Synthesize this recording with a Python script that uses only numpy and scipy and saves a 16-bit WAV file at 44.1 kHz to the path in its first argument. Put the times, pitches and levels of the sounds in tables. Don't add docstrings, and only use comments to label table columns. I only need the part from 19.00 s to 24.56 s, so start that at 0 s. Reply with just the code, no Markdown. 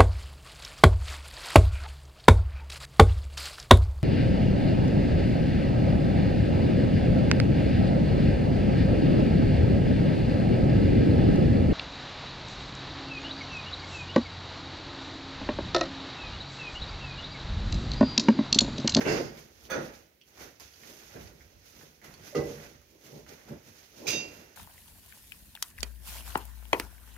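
import sys
import numpy as np
from scipy import signal
from scipy.fft import rfft, irfft, next_fast_len
from scipy.io import wavfile

SR = 44100
rng = np.random.default_rng(int(sys.argv[2]) if len(sys.argv) > 2 else 0)


def dump_mix(stems):
    frames = np.atleast_2d(stems).T
    limited = np.clip(frames, -1, 1)
    pcm = np.round(limited * 32767).astype(np.int16)
    wavfile.write(sys.argv[1], SR, pcm)


def invert_db(level):
    return 10 ** (np.asarray(level, dtype=float) / 20)


N = 245195


def unit(x):
    return x / np.sqrt(np.mean(np.mean(x, axis=0) ** 2) + 1e-20)


def along(points, hz):
    f, v = np.transpose(points)
    return np.interp(np.log(hz + 1), np.log(f + 1), v)


def filtered(x, response):
    m = next_fast_len(x.shape[-1] + 8192)
    spectrum = rfft(x, m) * response(np.fft.rfftfreq(m, 1 / SR))
    return irfft(spectrum, m)[..., :x.shape[-1]]


def add(out, s, x):
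    k = round(s * SR)
    out[:, k:k + x.shape[1]] += x[:, :N - k]
    return out


# (frequency [Hz], correlation [-1 to 1])
ALIKE = [(30, 0.8), (60, 0.8), (130, 0.98), (290, 0.71), (640, 0.12), (1410, -0.13), (3100, 0.017),
         (6820, 0.012), (15000, 0.039)]


def two_ports(pair):
    def turn(hz):
        return np.arccos(np.clip(along(ALIKE, hz), -1, 1)) / 2
    mid, side = filtered(pair, lambda hz: np.array([np.cos(turn(hz)), np.sin(turn(hz))]))
    return np.array([mid + side, mid - side])


# (frequency [Hz], left minus right [dB])
PORTS = [(60, -4), (95, -4.5), (150, 0), (240, 0.5), (380, -4.5), (600, -3), (950, -5), (1500, -6.5),
         (2380, -6.5), (3770, -6), (5980, -13), (9470, 1.5), (15000, -6)]


def port_gain_db(hz):
    return along(PORTS, hz) * np.array([[.5], [-.5]])


def ports(x):
    return filtered(x, lambda hz: invert_db(port_gain_db(hz)))


# (frequency [Hz], t60 [s])
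ROOM = [(100, 0.43), (500, 1), (2000, 0.62), (6000, 0.44), (12000, 0.15)]


def walls(x, shorten, onset_s):
    size = min(SR, round(shorten * 4 + 1) * SR // 4)
    hz, t, z = signal.stft(rng.standard_normal((2, size)), SR, nperseg=256)
    decay = invert_db(-60 * t / (shorten * along(ROOM, hz)[:, None]))
    tail = signal.istft(z * decay, SR, nperseg=256)[1][:, :size]
    tail = two_ports(tail * (1 - np.exp(-np.arange(size) / SR / onset_s)))
    return signal.fftconvolve(x[None], tail / np.linalg.norm(tail[0]), axes=1)[:, :len(x)]


def grains(colour, rate, spread_db, blur_s):
    contacts = (rng.random(N) < rate / SR) * invert_db(2 * spread_db * rng.exponential(size=N))
    energy = signal.lfilter([1], [1, -np.exp(-2 / (blur_s * SR))], contacts)
    pair = two_ports(np.sqrt(energy) * rng.standard_normal((2, N)))
    return unit(filtered(pair, lambda hz: invert_db(along(colour, hz) + port_gain_db(hz))))


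def swells(rows, lift, quicker=1):
    s, db, swell_s, settle_s, *over_db = np.transpose(rows)[:, :, None]
    since = (np.arange(0, N + 32, 32) / SR - s) / quicker
    level_db = db + lift * sum(over_db) - 20 * np.maximum(-since / swell_s, since / settle_s)
    gain = np.sqrt(np.sum(invert_db(2 * level_db), axis=0))
    return np.interp(np.arange(N) / 32, np.arange(since.shape[1]), gain)


def follows(gain, level_db, grows):
    return invert_db(level_db) * (gain / invert_db(-60)) ** grows


def dipping(depth_db, recover_s):
    blows_s = np.array([[DROPS[1][0]], [DROPS[2][0]], [STRIKES[0][0]]])
    since = np.arange(N) / SR - blows_s
    dip_db = depth_db * (since > -.005) * np.exp(-(since / recover_s) ** 2)
    return invert_db(-np.sum(dip_db, axis=0))


def rattle(rise_s, t60):
    t = np.arange(SR) / SR
    return (1 - np.exp(-t / rise_s)) * invert_db(-60 * t / t60) * rng.standard_normal(SR)


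def resonances(x, peaks, order=1):
    def response(f):
        total = 0
        for k, (c, w, db) in enumerate(peaks):
            peak = 1j * f * w / (c * c - f * f + 1j * f * w)
            total = total + (-1) ** k * invert_db(db) * peak ** order
        return total
    return filtered(x, response)


def ringing(modes, rise_s, behind):
    t = np.arange(SR // 2) / SR
    lag = np.array([[behind], [0]])
    ring = sum(invert_db(db - 60 * t / t60) * np.sin(2 * np.pi * (hz * t - lag)) for hz, db, t60 in modes)
    return ring * (1 - np.exp(-t / rise_s))


# (frequency [Hz], level [dB])
STILL = [(24, -45), (64, -5.5), (110, -17.5), (450, -16.5), (700, -29), (1200, -35), (2000, -24),
         (6200, -33.5), (8000, -36.5), (13000, -28), (15800, -27)]


def stillness():
    return invert_db(-67.5) * grains(STILL, rate=5500, spread_db=-1.5, blur_s=.03)


# (time [s], thud [dB], swell [s per 20 dB], settle [s per 20 dB], floor boom over thud [dB])
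LOADS = [(0.0, -30, .02, .05, -17), (.066, -27, .03, .12, -8), (.14, -36, .08, .23, -.3),
         (.21, -34.5, .09, .07, -6), (.66, -64, .1, .04, -9), (.714, -37.5, .016, .15, -11),
         (.77, -33, .06, .14, -5), (1.41, -54, .06, .21, -16), (3.95, -64, .15, .21, -15),
         (1.85, -58, .06, .45, -5), (2.158, -46.5, .02, .24, .6), (2.55, -67, .21, .15, -3),
         (2.83, -60, .21, .21, -.3), (3.07, -64, .06, .4, -.3), (3.24, -61, .3, .15, -1.5),
         (3.375, -33, .03, .18, -7), (3.5, -49, .15, .24, 3), (4.16, -49.5, .14, .12, .3),
         (4.31, -55, .05, .15, -4), (4.52, -46, .06, .1, -.3), (4.69, -62, .15, .15, 4),
         (5.075, -39, .1, .21, -9), (5.14, -40, .1, .21, -6), (5.39, -58, .15, .21, -3)]
# (frequency [Hz], level [dB])
BOOM = [(53, -27), (90, -14), (151, 5), (194, -9.5), (230, 2), (300, -22.5), (510, -120)]
THUD = [(110, -57), (190, -7.5), (379, -3), (416, -2), (587, -3.5), (700, -11.5), (850, -13.5), (1100, -18),
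        (1870, -120)]
# (frequency [Hz], width [Hz], level [dB])
FLOOR = [(233, 38, -14), (305, 75, 6), (348, 25, 2), (404.7, 7.3, -2), (469, 7.3, -3.5), (587, 20, -1.5)]


def heavy_loads():
    linger_db, linger_s = -25, .4
    tails = [(s, db + linger_db, swell_s, linger_s, over) for s, db, swell_s, settle_s, over in LOADS]
    loads = LOADS + tails

    def boards(f):
        return 1 + sum(invert_db(db - 8.5) / (1 + ((f - hz) / width * 2) ** 2) for hz, width, db in FLOOR)

    boom = swells(loads, 1) * grains(BOOM, rate=90, spread_db=2.5, blur_s=0.024)
    thud = unit(filtered(grains(THUD, rate=300, spread_db=1.72, blur_s=0.036), boards))
    return boom + swells(loads, 0) * dipping(5.3, 0.042) * thud


# (time [s], grit [dB], swell [s per 20 dB], settle [s per 20 dB],
# weave over grit [dB]) scrapes of the scooping and rustles of the sack
SCRAPES = [(0.012, -33, .08, .045, -6), (.088, -34, .05, .21, -8.5), (.39, -57, .15, .21, -1.5),
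           (.67, -63, .3, .05, 3), (.858, -53, .1, .07, -1.5), (.942, -60, .05, .19, .3),
           (1.422, -49.5, .11, .16, -3), (1.606, -57, .011, .15, 4), (1.88, -61, .35, .9, 5),
           (2.238, -55, .6, .16, -6), (2.42, -66, .05, .21, -6), (2.66, -69, .05, .21, 8),
           (2.808, -64, .4, .35, 4), (3.042, -54, .03, .33, -4), (3.282, -55.5, .14, .12, 3),
           (3.5, -58, .3, .3, 4), (3.638, -53, .3, .21, -5), (4.068, -61, .12, .3, 3),
           (4.29, -53, .03, .3, -4), (4.488, -54, .04, .21, -7), (4.808, -66, .4, .35, 5),
           (4.996, -62, .15, .3, 4), (5.35, -57, .45, .45, -1.5),
           (1.28, -72, .05, .11, 7), (3.91, -78, .21, .25, 11), (4.178, -69, .11, .15, 8),
           (4.68, -61, .09, .15, -.3)]
SPRAYS = [
    (.716, -38, .021, .21, -7),
    (3.355, -44, .008, .11, 3),
    (.18, -39, .3, .13, -6),
    (5.081, -36, .015, .12, 11),
]
# (frequency [Hz], level [dB])
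GRIT = [(410, 0), (700, -1.5), (752, -0.5), (1050, -8.5), (1470, -2), (1770, -4.5), (1940, -2.5),
        (3300, -15.5), (4290, -22), (7260, -120)]
WEAVE = [(1530, -10), (2600, -2), (2810, -4), (4080, -4.5), (6210, -3), (6640, -1.5), (7590, -37),
         (8200, -20.5), (10700, -17), (18000, -120)]
DUST = [(4240, -8), (7200, -4), (8080, -11.5), (11900, -0.5), (15100, -4), (15800, -25)]


def sliding_grit():
    slides = SCRAPES + SPRAYS
    dusty = slides[:-2]
    grit = swells(slides, 0) * grains(GRIT, rate=400, spread_db=1.5, blur_s=0.033)
    rustle = grains(WEAVE, rate=830, spread_db=2.0, blur_s=0.018)
    sheen = filtered(rustle, lambda hz: hz > 7800)
    weave = swells(slides, 1) * (rustle - sheen) + swells(dusty, 1) * sheen
    stir = swells(dusty, 1, quicker=.82)
    stir = stir / np.hypot(1, stir / invert_db(-53))
    dust = follows(stir, level_db=-61.5, grows=1.1) * dipping(np.array([[3], [0], [11]]), .13)
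    dust = dust * grains(DUST, rate=1300, spread_db=2.0, blur_s=0.014)
    return (grit + weave + dust) * dipping(np.array([[7], [4], [7]]), .1)


# (time [s], peak [dB], time to settle [s], first slam [dB])
DROPS = [
    (0.054, -22, 0.39, 25),
    (0.701, -26, 0.14, 10),
    (3.349, -24, 0.0636, 20),
    (.075, -31, .5, 10),
]
# (frequency [Hz], width [Hz], level [dB])
LUMPS = [
    [(420, 84, 5.5), (1550, 74, -6), (2080, 180, -9), (2780, 220, -7.5)],
    [(576, 100, 4.5), (1450, 180, 2), (1900, 120, -1), (2430, 130, -6), (3530, 250, -10), (4640, 200, -12),
     (5900, 250, -12), (6280, 200, -10), (9000, 220, -20), (9530, 200, -18), (11500, 190, -21),
     (12100, 410, -24), (14700, 1200, -18)],
    [(300, 80, 0), (440, 90, 2), (581, 59, -6.5), (790, 21, -5), (1105, 15, -10), (1250, 30, -2.5),
     (1607, 45, -14), (1990, 30, -4.5), (2206, 60, -18), (2790, 52, -22)],
    [(4700, 400, 0), (5250, 350, -1), (6600, 300, -5)],
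]
# (time [s], level [dB], rise [s], left port behind [cycles])
CLINKS = [
    (.701, -41, .008, .2),
    (3.3505, -24.5, .002, .08),
    (3.326, -42, .003, .08),
    (.053, -29, .004, .05),
]
# (frequency [Hz], level [dB], t60 [s])
CLINK_MODES = [
    [(1447, 5, .12), (2439, -3, .2), (3531, -3, .18), (4635, -5, .16), (5868, -12, .2), (6240, 0, .22),
     (7472, -17, .2), (9545, -7, .11), (11500, -11, .1), (14170, -14, .15), (14800, -11, .12)],
    [(409, 0, .41), (474, -2, .55), (576, -13, .8), (770, -19, .32), (1105, -20, .25), (1233, -10, .2),
     (1981, -17, .23), (2089, -28, .3), (2762, -24, .16), (4334, -32, .2), (4750, -32, .2),
     (5766, -32, .15)],
    [(580, 0, .15)],
    [(390, 0, .12), (560, -5, .1)],
]


def bricks():
    out = np.zeros((2, N))
    for (s, db, settle_s, slam_db), peaks in zip(DROPS, LUMPS):
        landing = invert_db(slam_db) * (np.arange(SR) == SR // 441)
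        x = resonances(landing + rattle(rise_s=0.0045, t60=settle_s), peaks)
        x = x / np.abs(x).max()
        add(out, s - .003, invert_db(db - 5.5) * (x + invert_db(6) * walls(x, shorten=0.54, onset_s=0.0053)))
    for (s, db, rise_s, behind), modes in zip(CLINKS, CLINK_MODES):
        add(out, s, invert_db(db) * ringing(modes, rise_s, behind))
    return out


# (time [s], peak [dB], chip pitch [Hz], low knock [dB], bright edge [dB])
CHIPS = [(0.056, -27, 2840, -11, -38), (.0733, -28, 5000, -15, -20), (.092, -27, 4800, -12, -25),
         (.0995, -28, 5200, -15, -25), (.1251, -25, 5200, -18, -25), (.138, -31, 4600, -15, -25),
         (.152, -33, 4900, -15, -25), (.17, -33, 2200, -8, -25), (0.3765, -32, 1980, -8.5, -22),
         (0.6526, -38.5, 3820, -13, -9), (0.696, -41, 900, 8, -30), (0.9378, -45, 4050, -17, -21),
         (1.2133, -37, 2820, -19, -30), (1.3747, -39, 964, -6, -15), (1.5982, -42, 6000, -3, 1),
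         (1.736, -41, 4660, -33, -11), (1.8342, -36, 2790, -9, -24), (2.1625, -41, 1680, -6, -20),
         (2.4077, -47, 1900, -0.5, -31), (2.7692, -39, 1540, -13, -19), (2.811, -38, 1520, -1.5, -28),
         (3.016, -44, 1890, -7, -9), (3.045, -33, 972, -7, -15), (3.1394, -30.5, 1080, -17.5, -16.5),
         (3.275, -41, 2060, -13, -15), (3.326, -44, 560, 0, -25), (3.347, -40, 700, 6, -30),
         (3.3535, -38, 4500, -12, -15), (3.8157, -52, 2000, -10, -0.5), (4.0112, -49, 3730, -16, -5),
         (4.0642, -41, 2100, -16, -7), (4.2637, -38, 1390, -4, -23), (4.482, -42, 1200, -4, -20),
         (4.9791, -42, 964, -7, -10)]
# (frequency [Hz], level [dB])
SNAP = [(410, -23), (700, -1), (1330, -4), (2130, 3), (3910, -6), (4450, 0), (7920, -16.5), (9000, -18),
        (11700, -54), (19800, -120)]


def chips():
    out = np.zeros((2, N))
    for s, db, hz, knock_db, edge_db in CHIPS:
        def body(f):
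            knock = np.interp(f, [2200, 3000], [knock_db + 9.5, 0])
            ring = 1 + 2.2 / (1 + ((f / hz - 1) / 0.16) ** 2)
            return invert_db(along(SNAP, f) + knock) * ring

        click = rattle(rise_s=0.0007, t60=0.009)[:SR // 3]
        edge = filtered(click, lambda f: invert_db(along(DUST, f) + edge_db + 10.5))
        x = filtered(click, body) + edge
        add(out, s, invert_db(db - 3.5) * (x + invert_db(-1) * walls(x, shorten=0.22, onset_s=0.0027)))
    return out


# (time [s], rumble [dB], swell [s per 20 dB], settle [s per 20 dB])
JOLTS = [(.25, -59, .3, .6), (.64, -60, .21, .11), (.77, -53, .11, .3), (1.41, -66, .11, .15),
         (1.65, -63, .11, .3), (2.19, -54, .09, .6), (2.35, -56, .3, .06), (2.57, -65, .11, .11),
         (2.83, -62, .3, .15), (3.22, -60, .25, .12), (3.39, -48, .06, .4), (4.21, -63, .25, .4),
         (4.56, -55, .09, .08), (4.7, -64, .15, .11), (5.14, -60, .3, .6)]
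# (frequency [Hz], level [dB])
RUMBLE = [(15, -45), (25, -35), (55, -6.5), (105, -9), (140, -34), (230, -120)]


def jolts():
    return swells(JOLTS, 0) * grains(RUMBLE, rate=200, spread_db=0.0, blur_s=0.026)


# (time [s], level [dB])
STRIKES = [
    (5.068, -28),
    (5.077, -30),
    (5.084, -25),
    (5.103, -24),
]
# (frequency [Hz], level [dB])
CRACK = [(530, -46), (900, -23), (1620, -34), (2430, 13), (3090, -15), (3930, 7), (4280, -13), (4760, -12),
         (6270, 7), (8170, -32), (8880, -20), (11000, -29), (15800, -23.5)]
# (blow [dB], its t60 [s], later swell [dB], swell half-width [s])
RINGS = [(-45, .88, -39.5, .07), (-43, .11, -43, .03), (-38, .47, -47, .06), (-42, .42, -45, .045)]
# (frequency [Hz], ..)
PARTIALS = [(2743,), (3706,), (4809, 4851), (6099,)]
# (frequency [Hz], level [dB], t60 [s])
WEAK = [(1900, -20, .2), (2538, -13, .45), (3311, -17, .25), (3906, -13, .15), (5459, -19, .3)]
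# (frequency [Hz], width [Hz], level [dB])
OVERTONES = [(6440, 150, -2), (7450, 200, -5), (8380, 70, -10), (9080, 130, -6), (9800, 70, -16),
             (10500, 120, -6), (11580, 100, -10), (12130, 70, -14), (12600, 80, -14), (12790, 80, -15),
             (13750, 300, -12), (14400, 600, -9), (15450, 300, -12)]
# (frequency [Hz], level [dB], t60 [s])
SHIMMER = [(6880, -28, .5), (7381, -19, .5), (7493, -21, .4), (7779, -27, .4), (8387, -26, .31),
           (9135, -17, .28), (9469, -25, .25), (10540, -17, .33), (11630, -24, .4), (12130, -29, .4),
           (12600, -31, .35), (12790, -30, .35), (13780, -26, .2), (15585, -25, .26)]


def blade():
    t = np.arange(SR // 2) / SR
    first_s, second_s = STRIKES[0][0], STRIKES[1][0]
    long = 0
    for (blow_db, t60, swell_db, width_s), pitches in zip(RINGS, PARTIALS):
        swell = invert_db(swell_db - 6 * ((t - .095) / width_s) ** 2)
        gain = np.hypot(invert_db(blow_db - 60 * t / t60), swell) * (1 - np.exp(-t / .012))
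        for hz, share in zip(pitches, [.9, .55]):
            tone = np.sin(2 * np.pi * (hz * t + np.array([[0], [.2]])))
            long = long + gain * invert_db(6.5) * share * tone
    ring = add(np.zeros((2, N)), first_s, long)

    short = 0
    for hz, level, t60 in WEAK:
        short = short + invert_db(level - 60 * t / t60) * np.sin(2 * np.pi * (hz * t + rng.random((2, 1))))
    add(ring, first_s, invert_db(-28) * short * (1 - np.exp(-t / 0.007)))

    clang = [resonances(rattle(rise_s=0.0054, t60=0.29), OVERTONES, order=2) for port in range(2)]
    add(ring, first_s, invert_db(-17) * np.array(clang))
    add(ring, second_s, invert_db(-28) * ringing(SHIMMER, rise_s=.006, behind=.2))
    for s, db in STRIKES:
        burst = filtered(rattle(rise_s=0.0025, t60=0.022), lambda hz: invert_db(along(CRACK, hz) + db + 8.5))
        add(ring, s, burst + invert_db(-7) * walls(burst, shorten=0.98, onset_s=.005))
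    return ring


def scene():
    rubble = heavy_loads() + sliding_grit() + jolts()
    return stillness() + rubble + ports(bricks() + chips() + blade())


def top_cut(x):
    return signal.sosfilt(signal.butter(12, 15940, fs=SR, output="sos"), x)


def record(dry):
    mix = filtered(dry, lambda hz: (hz < 15800) / np.sqrt(1 + (42 / (hz + 1)) ** 6))
    return top_cut(mix)


dry = scene()
out = record(dry)
dump_mix(out)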